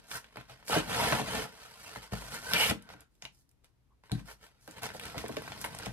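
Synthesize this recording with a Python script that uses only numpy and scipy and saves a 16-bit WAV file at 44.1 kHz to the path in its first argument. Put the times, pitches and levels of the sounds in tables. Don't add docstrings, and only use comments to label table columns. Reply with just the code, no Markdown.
import sys
import numpy as np
from scipy import signal
from scipy.fft import rfft, irfft
from scipy.io import wavfile
from scipy.ndimage import uniform_filter1d

SR = 44100
rng = np.random.default_rng(int(sys.argv[2]) if len(sys.argv) > 2 else 0)


def generate_wav(signal):
    frames = np.transpose(np.atleast_2d(signal))
    scaled = np.clip(frames, -1, 1) * 32767
    pcm = np.round(scaled).astype(np.int16)
    wavfile.write(sys.argv[1], SR, pcm)


N = 261072
TIME = np.arange(N) / SR
BINS = np.arange(N // 2 + 1) * SR / N
BODY_TOP_HZ, HISS_FROM_HZ, CUTOFF_HZ = 400, 5000, 15900


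def from_db(db):
    return 10 ** (np.asarray(db) / 20)


def rms_one(x):
    return x / np.sqrt(np.mean(x ** 2) + 1e-20)


def add(out, s, sound):
    i = int(s * SR)
    out[i:i + len(sound)] += sound[:N - i]


def gains_in_time(rows):
    s, *columns = np.transpose(rows)
    return [from_db(np.interp(TIME, s, c, left=-150, right=-150)) for c in columns]


def at_hz(points, hz):
    f, *columns = np.transpose(points)
    return [np.interp(np.log(hz + 1), np.log(f), c) for c in columns]


def butter(x, hz, kind, order=2):
    sections = signal.butter(order, np.clip(hz, 10, .45 * SR), kind, fs=SR, output="sos")
    return signal.sosfilt(sections, x + 1e-18)


def narrow_band(x, hz, width):
    return signal.lfilter(*signal.iirpeak(hz, hz / width, fs=SR), x + 1e-18)


def coloured(x, spectrum, low=0, high=CUTOFF_HZ):
    inside = 1 / np.sqrt((1 + (low / (BINS + 1)) ** 12) * (1 + (BINS / high) ** 12))
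    return rms_one(irfft(rfft(x) * from_db(at_hz(spectrum, BINS)[0]) * inside, N))


def ring(clicks, hz, t60):
    decay, step = from_db(-60 / (t60 * SR)), 2 * np.pi * hz / SR
    return signal.lfilter([0, np.sin(step)], [1, -2 * decay * np.cos(step), decay ** 2], clicks + 1e-18)


def stroke(s, rise_s, hold_s, release_s, arch_db):
    early, late = np.maximum(s - TIME, 0), np.maximum(TIME - s - hold_s, 0)
    arch = np.sin(np.pi * np.clip((TIME - s) / hold_s, 0, 1))
    return from_db(np.maximum(arch_db * arch - 20 * (early / rise_s + late / release_s), -200))


def sustained(curve, body_db, rasp_db, hiss_db):
    return np.outer(from_db([body_db, rasp_db, hiss_db]), gains_in_time(curve)[0])


def friction(gains, colour, per_s, spread_db, smooth_db, flutter_db):
    sizes = from_db(spread_db * np.minimum(rng.exponential(1, N), 4)) * rng.choice([-1, 1], N)
    grains = rms_one(sizes * (rng.random(N) < per_s / SR))
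    smooth = from_db(smooth_db) * rng.standard_normal(N)
    waver = rms_one(butter(rng.standard_normal(N), 130, "low"))
    drive = (grains + smooth) * from_db(flutter_db * np.clip(waver, -2, 2))
    edges = [0, BODY_TOP_HZ, HISS_FROM_HZ, CUTOFF_HZ]
    return sum(gain * coloured(drive, colour, lo, hi) for gain, lo, hi in zip(gains, edges, edges[1:]))


# frequency in Hz, level in dB.
BACKGROUND_COLOUR = [(25, -9), (45, 1), (70, 1.5), (100, -11.5), (122, 1.5), (160, -14), (300, -14.5),
                     (600, -24), (1500, -30), (4000, -35), (10000, -42), (15500, -34)]
def background():
    return np.array([coloured(white, BACKGROUND_COLOUR) for white in rng.standard_normal((2, N))])


# time of full speed, rise and hold in seconds,
# rasp level in dB, brightness (hiss over rasp) in dB.
RUB_STROKES = [(0.0, .03, 0.69, -63.5, -8), (0.123, 0.046, 0.043, -44, 2.5),
               (0.374, 0.014, 0.026, -50, -14), (0.502, 0.03, 0.017, -50, -8),
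               (0.688, 0.026, 0.02, -45.5, 7.5), (1.839, 0.2, 0.043, -57, 3),
               (2.127, 0.019, 0.016, -42, -5), (2.34, 0.046, 0.015, -40, -3),
               (2.786, .05, 0.23, -62.5, -12.5), (2.896, .01, 0.026, -53.5, -7),
               (3.124, .03, 0.076, -84.5, 4), (3.223, 0.013, 0.026, -57.5, -3),
               (3.341, 0.042, 0.072, -81.5, 12.5), (3.641, 0.0082, 0.0089, -67, -3),
               (4.039, 0.0071, 0.028, -63, -7), (4.117, 0.023, 0.082, -54, -6.5),
               (4.284, 0.04, 0.03, -51.5, -0.5), (4.429, 0.041, 0.036, -56.5, -3),
               (4.48, 0.053, 0.2, -72, -7.5), (4.61, .015, 0.066, -75.5, 10),
               (4.678, 0.011, 0.059, -58, -4), (4.772, 0.028, 0.014, -48.5, -9.5),
               (4.827, 0.013, 0.03, -39, -3.5), (4.946, 0.017, 0.012, -51.5, 1.5),
               (5.025, 0.048, 0.071, -46, -6), (5.165, 0.014, 0.029, -47.5, -32),
               (5.18, 0.0055, 0.029, -48, -2), (5.61, 0.044, 0.041, -50.5, 4.5),
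               (5.832, 0.12, 0.027, -45, -8)]
def rub_gains():
    power = np.zeros((3, N))
    for s, rise_s, hold_s, db, bright_db in RUB_STROKES:
        bands = from_db([db - 10.5 - .4 * bright_db, db, db + bright_db])
        power += np.outer(bands, stroke(s, rise_s, hold_s, release_s=.044, arch_db=-.8)) ** 2
    return np.sqrt(power)


# frequency in Hz, level in dB.
RUSTLE_COLOUR = [(30, -12.5), (60, -4), (120, -1.5), (220, -5.5), (340, -13), (480, -5), (1000, -0.5),
                 (1550, 2.5), (2000, -1.5), (2800, -4), (4200, -7.5), (7000, -13), (10500, -13.5),
                 (14000, -11.5)]
def rustle(gains):
    return friction(gains, RUSTLE_COLOUR, per_s=920, spread_db=2, smooth_db=-.5, flutter_db=2.5)


# start and length in seconds, first pitch, last pitch
# and pitch blur in Hz, level in dB.
ENVELOPE_TONES = [(0.104, .11, 1450, 1558, 276, -43.5), (0.9, .21, 870, 978, 35, -35.5),
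                  (0.955, 0.22, 1656, 1890, 130, -50), (1.838, 0.063, 3020, 2490, 240, -52),
                  (2.288, 0.14, 1450, 1504, 120, -47.5), (2.391, 0.3, 1515, 1547, 55, -42.5),
                  (2.721, .39, 1530, 1484, 101, -62.5), (3.879, .08, 1056, 1140, 161, -74.5),
                  (4.269, 0.045, 1393, 1550, 500, -48)]
def envelope_tones():
    out = np.zeros(N)
    for s, length, first_hz, last_hz, blur_hz, db in ENVELOPE_TONES:
        count = int(length * SR)
        phase = 2 * np.pi * np.cumsum(np.linspace(first_hz, last_hz, count)) / SR
        wobble = rms_one(butter(rng.standard_normal((2, count)), blur_hz, "low"))
        tone = wobble[0] * np.cos(phase) + wobble[1] * np.sin(phase)
        add(out, s, from_db(db) * np.hanning(count) * tone)
    return out


def burst(low_hz, high_hz, t60, sharpness):
    t = TIME[:SR // 10]
    shiver = rng.standard_normal(len(t)) * 1000 ** (-t / t60)
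    shiver[8] += sharpness
    sound = butter(butter(shiver, low_hz, "high", order=1), high_hz, "low")
    sound = butter(sound, max(260, low_hz / 4), "high")
    return sound / np.sqrt(np.sum(sound ** 2) / (.005 * SR))


# start in seconds, crack level in dB, pitch in Hz, tick level in dB.
CREASE_SNAPS = [(.115, -34, 2230, -44), (.2435, -48, 2330, -68), (.327, -58, 1480, -76),
                (.3587, -42, 1120, -61), (.3707, -39, 1340, -50.5), (.4105, -46.5, 1510, -62),
                (.6273, -51.5, 1500, -72), (.68, -38, 3000, -54), (.698, -32, 600, -52),
                (1.124, -25, 1000, -52), (1.1275, -24, 1060, -55), (1.336, -37, 2800, -49),
                (1.9597, -35.5, 1310, -56), (2.1228, -41, 750, -62), (2.1354, -34, 850, -45),
                (2.222, -41, 940, -56), (2.348, -43, 1510, -46), (2.368, -45, 1510, -50),
                (2.535, -20, 3820, -22), (2.7107, -29, 1490, -33.5), (2.8236, -72, 2000, -53),
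                (2.8904, -45.5, 1700, -58), (2.902, -45, 940, -72), (2.938, -47, 1000, -61),
                (3.0067, -64, 4530, -51), (3.153, -81.5, 4000, -71), (3.2226, -42, 3500, -61),
                (3.225, -51, 900, -75), (3.2523, -42, 3870, -66), (3.492, -80, 4050, -64),
                (3.5136, -81, 4000, -65.5), (3.6446, -63.5, 2300, -60), (4.0375, -56, 989, -70),
                (4.0964, -50.5, 1090, -85), (4.112, -46, 805, -80), (4.1178, -43, 740, -40.5),
                (4.313, -48, 1300, -49), (4.6771, -45.5, 1630, -45.5), (4.7105, -57, 4000, -46.5),
                (4.783, -46, 1800, -51), (4.8331, -38, 1770, -35), (4.8395, -39, 1550, -49),
                (4.857, -36.5, 1460, -49), (4.8645, -39, 2800, -44), (4.8901, -41, 2000, -52),
                (4.903, -39.5, 1450, -60), (4.9972, -37, 2410, -41.5), (5.0365, -41.5, 2800, -46),
                (5.0545, -44, 2800, -40), (5.1802, -33.5, 2300, -42), (5.188, -40, 2200, -45),
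                (5.261, -39, 1450, -72), (5.282, -45, 4000, -42), (5.3685, -32, 1700, -44.5),
                (5.4205, -41.5, 1400, -49), (5.478, -37.5, 1490, -53), (5.5203, -36, 1880, -56),
                (5.6145, -49, 1500, -37), (5.6429, -31.5, 2040, -43), (5.6475, -32.5, 1640, -36),
                (5.6605, -37, 1600, -43), (5.7225, -58, 3500, -53), (5.749, -43.5, 800, -42.5),
                (5.7875, -61, 3500, -37.5), (5.799, -42, 1360, -60), (5.833, -42, 2650, -58),
                (5.8598, -36, 3280, -41), (5.867, -35, 870, -56)]
def snaps(small_snaps, ring_cycles=15):
    out, t = np.zeros(N), TIME[:SR // 10]
    for s, crack_db, hz, tick_db in CREASE_SNAPS + small_snaps:
        note = from_db(-3.5 - 60 * t * hz / ring_cycles) * np.sin(2 * np.pi * hz * t)
        crack = burst(hz / 1.11, hz * 1.11, t60=.01, sharpness=7)
        tick = burst(4300, CUTOFF_HZ, t60=.0028, sharpness=4.5)
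        add(out, s, from_db(crack_db) * (crack + note) + from_db(tick_db) * tick)
    return out


def crinkles(rasp, count=200, per_s=10, hz=2036, spread_db=4):
    crack_offset, tick_offset = spread_db * rng.standard_normal((count, 2)).T
    when = np.cumsum(rng.exponential(1, count)) / per_s
    crack_db = 20 * np.log10(np.interp(when, TIME, rasp) + 1e-9) - 3.5 + crack_offset
    tick_db = crack_db - 8 + tick_offset
    return [(s, crack, hz, tick) for s, crack, tick in zip(when, crack_db, tick_db) if s < TIME[-1]]


# start in seconds, level in dB, contact time in seconds.
TABLE_BLOWS = [(0.121, -48, 0.0065), (.374, -45.5, .002), (0.777, -27, .011), (1.968, -39.5, .005),
               (2.1237, -22.5, 0.0059), (2.541, -36, 0.003), (2.943, -48.5, 0.0039), (3.228, -50, 0.0036),
               (4.1187, -22, 0.0012), (4.1437, -31.5, 0.0014), (4.168, -35.5, 0.0024), (5.868, -34, 0.0011),
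               (5.884, -36.5, 0.0016)]
# pitch in Hz, level in dB, ring time in seconds.
TABLE_NOTES = [(52.15, -17, 0.7), (121, -0.5, 0.11), (167.7, -4, 0.13), (201.8, -1, 0.096),
               (281, -11, 0.16), (322.3, -15.5, 0.086), (410, -24, 0.088), (744, -13, 0.074)]
def table_knocks(thud_db=-11, thud_t60=.075):
    pushes, thuds, t = np.zeros(N), np.zeros(N), TIME[:SR // 4]
    for s, db, contact_s in TABLE_BLOWS:
        push = np.hanning(int(contact_s * SR) + 3)
        add(pushes, s, from_db(db) * push / push.sum())
        thud = rms_one(butter(rng.standard_normal(len(t)), [90, 258], "band", order=3))
        add(thuds, s, from_db(db + thud_db) * thud * 1000 ** (-t / thud_t60))
    notes = sum((-1) ** k * from_db(db) * ring(pushes, hz, t60)
                for k, (hz, db, t60) in enumerate(TABLE_NOTES))
    return thuds + .73 * notes


# start in seconds, level in dB, a pitch in Hz that the pop
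WALL_BUCKLES = [(0.37, -39.5, 550), (.762, -17.5, 449), (.772, -22, 304), (1.1228, -14.5, 783),
                (1.195, -22.5, 710), (1.212, -30, 445), (1.961, -43.5, 466), (2.699, -38, 435),
                (2.712, -27.5, 395), (2.943, -46, 379), (3.253, -45, 768), (4.679, -42, 475),
                (4.947, -35.5, 638), (5.1448, -33.5, 650), (5.155, -34, 755), (5.24, -28.5, 404),
                (5.293, -28.5, 417), (5.369, -28, 447), (5.644, -24.5, 807)]
def buckles(rise_s=.0005, fall_s=.009, roughness=.53, ring_cycles=32):
    out, t = np.zeros(N), TIME[:SR // 6]
    for s, db, hz in WALL_BUCKLES:
        t60 = min(ring_cycles / hz, .06)
        phase = 2 * np.pi * np.cumsum(1.579 * hz / (1 + t / fall_s)) / SR
        rattle = rms_one(butter(rng.standard_normal(len(t)), [hz / 2, hz * 2], "band"))
        gain = from_db(db - 60 * t / t60) * (1 - np.exp(-t / rise_s))
        add(out, s, gain * (np.sin(phase) + roughness * rattle))
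    return butter(out, 190, "high")


def puffs(level_db=-11, t60=.13):
    out, t = np.zeros(N), TIME[:SR // 4]
    for s, db, hz in WALL_BUCKLES:
        air = rms_one(butter(rng.standard_normal(len(t)), [109.2, 325.5], "band", order=3))
        size = min(450 / hz, 1) ** 2
        add(out, s, from_db(db + level_db - 60 * t / t60) * size * air)
    return out


# time of full speed, rise and hold in seconds, rasp level in dB, then body and hiss
# in dB compared with the rasp.
SLIDE_STROKES = [(0.707, 0.017, 0.089, -31, -13.5, -9.5), (0.905, 0.074, 0.3, -33.5, -9, -7.5),
                 (1.268, 0.045, 0.17, -38, -7.5, -7.5)]
# frequency in Hz, level in dB.
MAT_COLOUR = [(40, -15), (70, 2), (130, 1), (220, 3), (340, -10.5), (460, -3.5), (620, -4), (920, -4),
              (1500, -2), (2300, -7), (3000, -7), (4200, -13.5), (7000, -15.5), (10500, -15.5),
              (13500, -14), (15500, -17)]
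def slide():
    gains = np.zeros((3, N))
    for s, rise_s, hold_s, db, body_db, hiss_db in SLIDE_STROKES:
        bands = from_db([db + body_db, db, db + hiss_db])
        gains += np.outer(bands, stroke(s, rise_s, hold_s, release_s=.049, arch_db=4.5))
    return friction(gains, MAT_COLOUR, per_s=3200, spread_db=2.3, smooth_db=.5, flutter_db=1.5)


# time in seconds, rubbing level in dB.
TURN_LEVELS = [(1.48, -54), (1.534, -57), (1.652, -51.5), (1.75, -58), (1.97, -47), (2.012, -58),
               (2.03, -46.5), (2.11, -69)]
def turn_gains():
    return sustained(TURN_LEVELS, body_db=-12.5, rasp_db=0, hiss_db=-5)


# time in seconds, rubbing level in dB.
GRIP_LEVELS = [(2.15, -49), (2.17, -48), (2.304, -48.5), (2.354, -43), (2.404, -50.5), (2.495, -38.5),
               (2.53, -36.5)]
def grip_gains():
    return sustained(GRIP_LEVELS, body_db=-10, rasp_db=-1, hiss_db=-3)


# time in seconds, then body, rasp and hiss levels in dB.
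TEAR_LEVELS = [(2.526, -52.5, -44.5, -45.5), (2.541, -38, -26.5, -36), (2.592, -45.5, -28.5, -32),
               (2.634, -49, -28, -30.5), (2.682, -44, -34, -33.5), (2.712, -32, -31, -46.5),
               (2.724, -34.5, -48, -55), (2.77, -47.5, -69, -74)]
# frequency in Hz, level in dB.
FIBRE_COLOUR = [(30, -22), (70, 0.5), (130, -1), (220, 2), (340, -13), (460, -2), (1000, 0.5), (1500, 5),
                (2800, 4), (4200, -5.5), (7000, -12.5), (10500, -10), (13500, -6), (15500, -16.5)]
def tear():
    gains = gains_in_time(TEAR_LEVELS)
    return friction(gains, FIBRE_COLOUR, per_s=1500, spread_db=-.4, smooth_db=-9.5, flutter_db=1)


# pitch in Hz, width in Hz (wider fades sooner), level in dB.
STRIP_NOTES = [(2090, 80, -11.5), (2367, 40, -4), (2436, 64, -3), (2647, 70, -2.5), (2824, 60, -3.5),
               (2908, 65, 3), (3173, 50, -9), (3550, 130, -11.5)]
# time of full strength and hold in seconds, level in dB.
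PULL_SURGES = [(2.551, .028, -32), (2.598, .05, -29)]
def rip(slips_per_s=260, jitter=.35, spread_db=3, rise_s=.008):
    gaps, sizes = rng.standard_normal((200, 2)).T
    when = PULL_SURGES[0][0] - rise_s + np.cumsum(np.exp(jitter * gaps)) / slips_per_s
    slips = np.zeros(N)
    slips[np.minimum(when * SR, N - 1).astype(int)] = from_db(spread_db * sizes)
    tone = sum(from_db(db) * np.sqrt(width) * ring(slips, hz, np.log(1000) / np.pi / width)
               for hz, width, db in STRIP_NOTES)
    loudness = np.sqrt(np.abs(uniform_filter1d(tone ** 2, size=1100)) + 1e-6)
    effort = sum(from_db(db) * stroke(s, rise_s, hold_s, release_s=.049, arch_db=2)
                 for s, hold_s, db in PULL_SURGES)
    return effort * tone / loudness


def last_fibres(start_s=2.694, length_s=.0078, count=7, crack_db=-35, hz=3140, tick_db=-34.5):
    when = start_s + length_s * (np.arange(count) + rng.random(count)) / count
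    return [(s, crack_db, hz, tick_db) for s in when]


# start in seconds, level in dB.
STRIP_FLICKS = [(2.699, -31.5), (3.2228, -47), (3.2524, -41), (3.6447, -79)]
def flicks(slack_damping=2.3, spread_db=.5):
    s, db = np.transpose(STRIP_FLICKS)
    shares = from_db(spread_db * rng.standard_normal((len(s), len(STRIP_NOTES))))
    out = np.zeros(N)
    for k, (hz, width, note_db) in enumerate(STRIP_NOTES):
        taps = np.zeros(N)
        taps[(s * SR).astype(int)] = from_db(db + note_db) * shares[:, k]
        out += ring(taps, hz, np.log(1000) / (np.pi * width * slack_damping))
    return out


# pitch in Hz, level in dB, ring time in seconds.
NAIL_NOTES = [(3300, -51, 0.02), (3990, -24.5, 0.01), (4240, -39, 0.01), (6500, -40, 0.0073),
              (8950, -45, 0.012)]
def nail(start_s=4.1175):
    click = np.zeros(N)
    click[int(start_s * SR)] = 1
    return sum(from_db(db) * ring(click, hz, t60) for hz, db, t60 in NAIL_NOTES)


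# time in seconds, rubbing level in dB.
PRY_LEVELS = [(4.85, -59), (4.914, -55), (4.998, -55.5), (5.23, -50.5), (5.598, -50), (5.92, -51.5)]
def pry_gains():
    return sustained(PRY_LEVELS, body_db=-3, rasp_db=-.5, hiss_db=-6.5)


# centre of a dip in Hz, width in Hz, level change in dB.
TABLE_DIPS = [(368, 50, -6.5), (1195, 130, -7), (1669, 100, -5.5), (10750, 2100, -2.5)]
def table_bounce(x):
    for hz, width, db in TABLE_DIPS:
        x = x + (from_db(db) - 1) * narrow_band(x, hz, width)
    return x


# frequency in Hz, the room's ring time in seconds.
ECHO_TIMES = [(100, 0.42), (400, 0.24), (1500, 0.18), (5000, 0.17), (14000, 0.15)]
def reflections(early_db, early_t60, tail_db, gap_s):
    t = TIME[:SR // 3]
    edges = np.geomspace(130, 18000, 8)
    tail = 0
    for low, high in zip(edges, edges[1:]):
        t60 = at_hz(ECHO_TIMES, np.sqrt(low * high))[0]
        tail += butter(rng.standard_normal((2, len(t))), [low, high], "band") * 1000 ** (-t / t60)
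    tail *= 1 - np.exp(-(t / gap_s) ** 2)
    early_fade = (t > .0006) * 1000 ** (-t / early_t60)
    early = butter(rng.standard_normal((2, len(t))) * early_fade, 250, "high")
    return sum(from_db(db) * part / np.linalg.norm(part, axis=1, keepdims=True)
               for db, part in [(early_db, early), (tail_db, tail)])


# pitch in Hz, width in Hz, dB over the direct sound.
ROOM_NOTES = [(57.7, 33, -1.5), (125.9, 15, 0.5), (174, 14, -3), (218, 24, -5), (309, 17, 5),
              (439, 34, 6.5), (672, 36, -3)]
def room(x, early_db, early_t60, tail_db, gap_s, spots):
    shares = butter(rng.standard_normal((spots, N)), 14, "low")
    shares /= np.linalg.norm(shares, axis=0)
    echoes = 0
    for share in shares:
        response = reflections(early_db, early_t60, tail_db, gap_s)
        echoes += signal.oaconvolve((x * share)[None], response, axes=1)[:, :N]
    standing = sum(from_db(db) * narrow_band(x, hz, width) for hz, width, db in ROOM_NOTES)
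    return (x + standing + echoes) / np.sqrt(1 + from_db(early_db) ** 2 + from_db(tail_db) ** 2)


def scene():
    fingers = np.sqrt(rub_gains() ** 2 + turn_gains() ** 2 + grip_gains() ** 2 + pry_gains() ** 2)
    rubbing = from_db(-.64) * rustle(fingers) + from_db(-1.93) * slide()
    tearing = from_db(-2.1) * tear() + rip()
    creases = from_db(-1.5) * snaps(last_fibres() + crinkles(rasp=fingers[1]))
    pops = from_db(-2) * buckles() + puffs()
    knocks = from_db(-.5) * table_knocks()
    paper = table_bounce(rubbing + tearing + pops + envelope_tones())
    rumble = from_db(-69) * background()
    clicks = table_bounce(creases + flicks() + nail())
    sharp = room(clicks, early_db=-1.5, early_t60=.026, tail_db=-6.5, gap_s=.006, spots=2)
    soft = room(paper + knocks, early_db=-1.5, early_t60=.036, tail_db=-8, gap_s=.0057, spots=4)
    return soft + sharp + rumble


# frequency in Hz, how far the right side leads in radians, left over right in dB,
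# how much the sides share from 0 to 1.
MICROPHONE_PAIR = [(58.8, -0.5, 1.5, 0.4), (193, 0.76, 6, 0.3), (536.6, 1.36, -3.5, .35),
                   (972, 0.08, 5, .3), (1157.4, 0.73, -1.5, 0.2), (1700, 1.51, 0.5, 0.23),
                   (3000, 1.76, 0.5, 0), (5130, 3, -1.5, 0), (7380, 1.85, -3, 0), (9600, -0.5, 1.5, 0.94),
                   (10900, 1, -1.5, 0.9), (11900, -1.65, 1.5, .2), (13900, -3, -2, 0.95),
                   (15570, -3.1, 1, 0.95)]
def record(dry):
    lead, balance_db, shared = at_hz(MICROPHONE_PAIR, BINS)
    left, right = rfft(dry)
    blend = np.clip(shared, 0, 1) * np.pi / 2
    right = (np.sin(blend) * left + np.cos(blend) * right) / np.sqrt(1 + np.sin(2 * blend) / 2)
    tilt = from_db(balance_db / 2) * np.exp(-.5j * lead)
    pair = irfft(np.array([left * tilt, right / tilt]), N)
    pair = butter(pair, 28, "high", order=3)
    return signal.sosfilt(signal.ellip(10, .2, 80, CUTOFF_HZ, fs=SR, output="sos"), pair)


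dry = scene()
out = record(dry)
generate_wav(out)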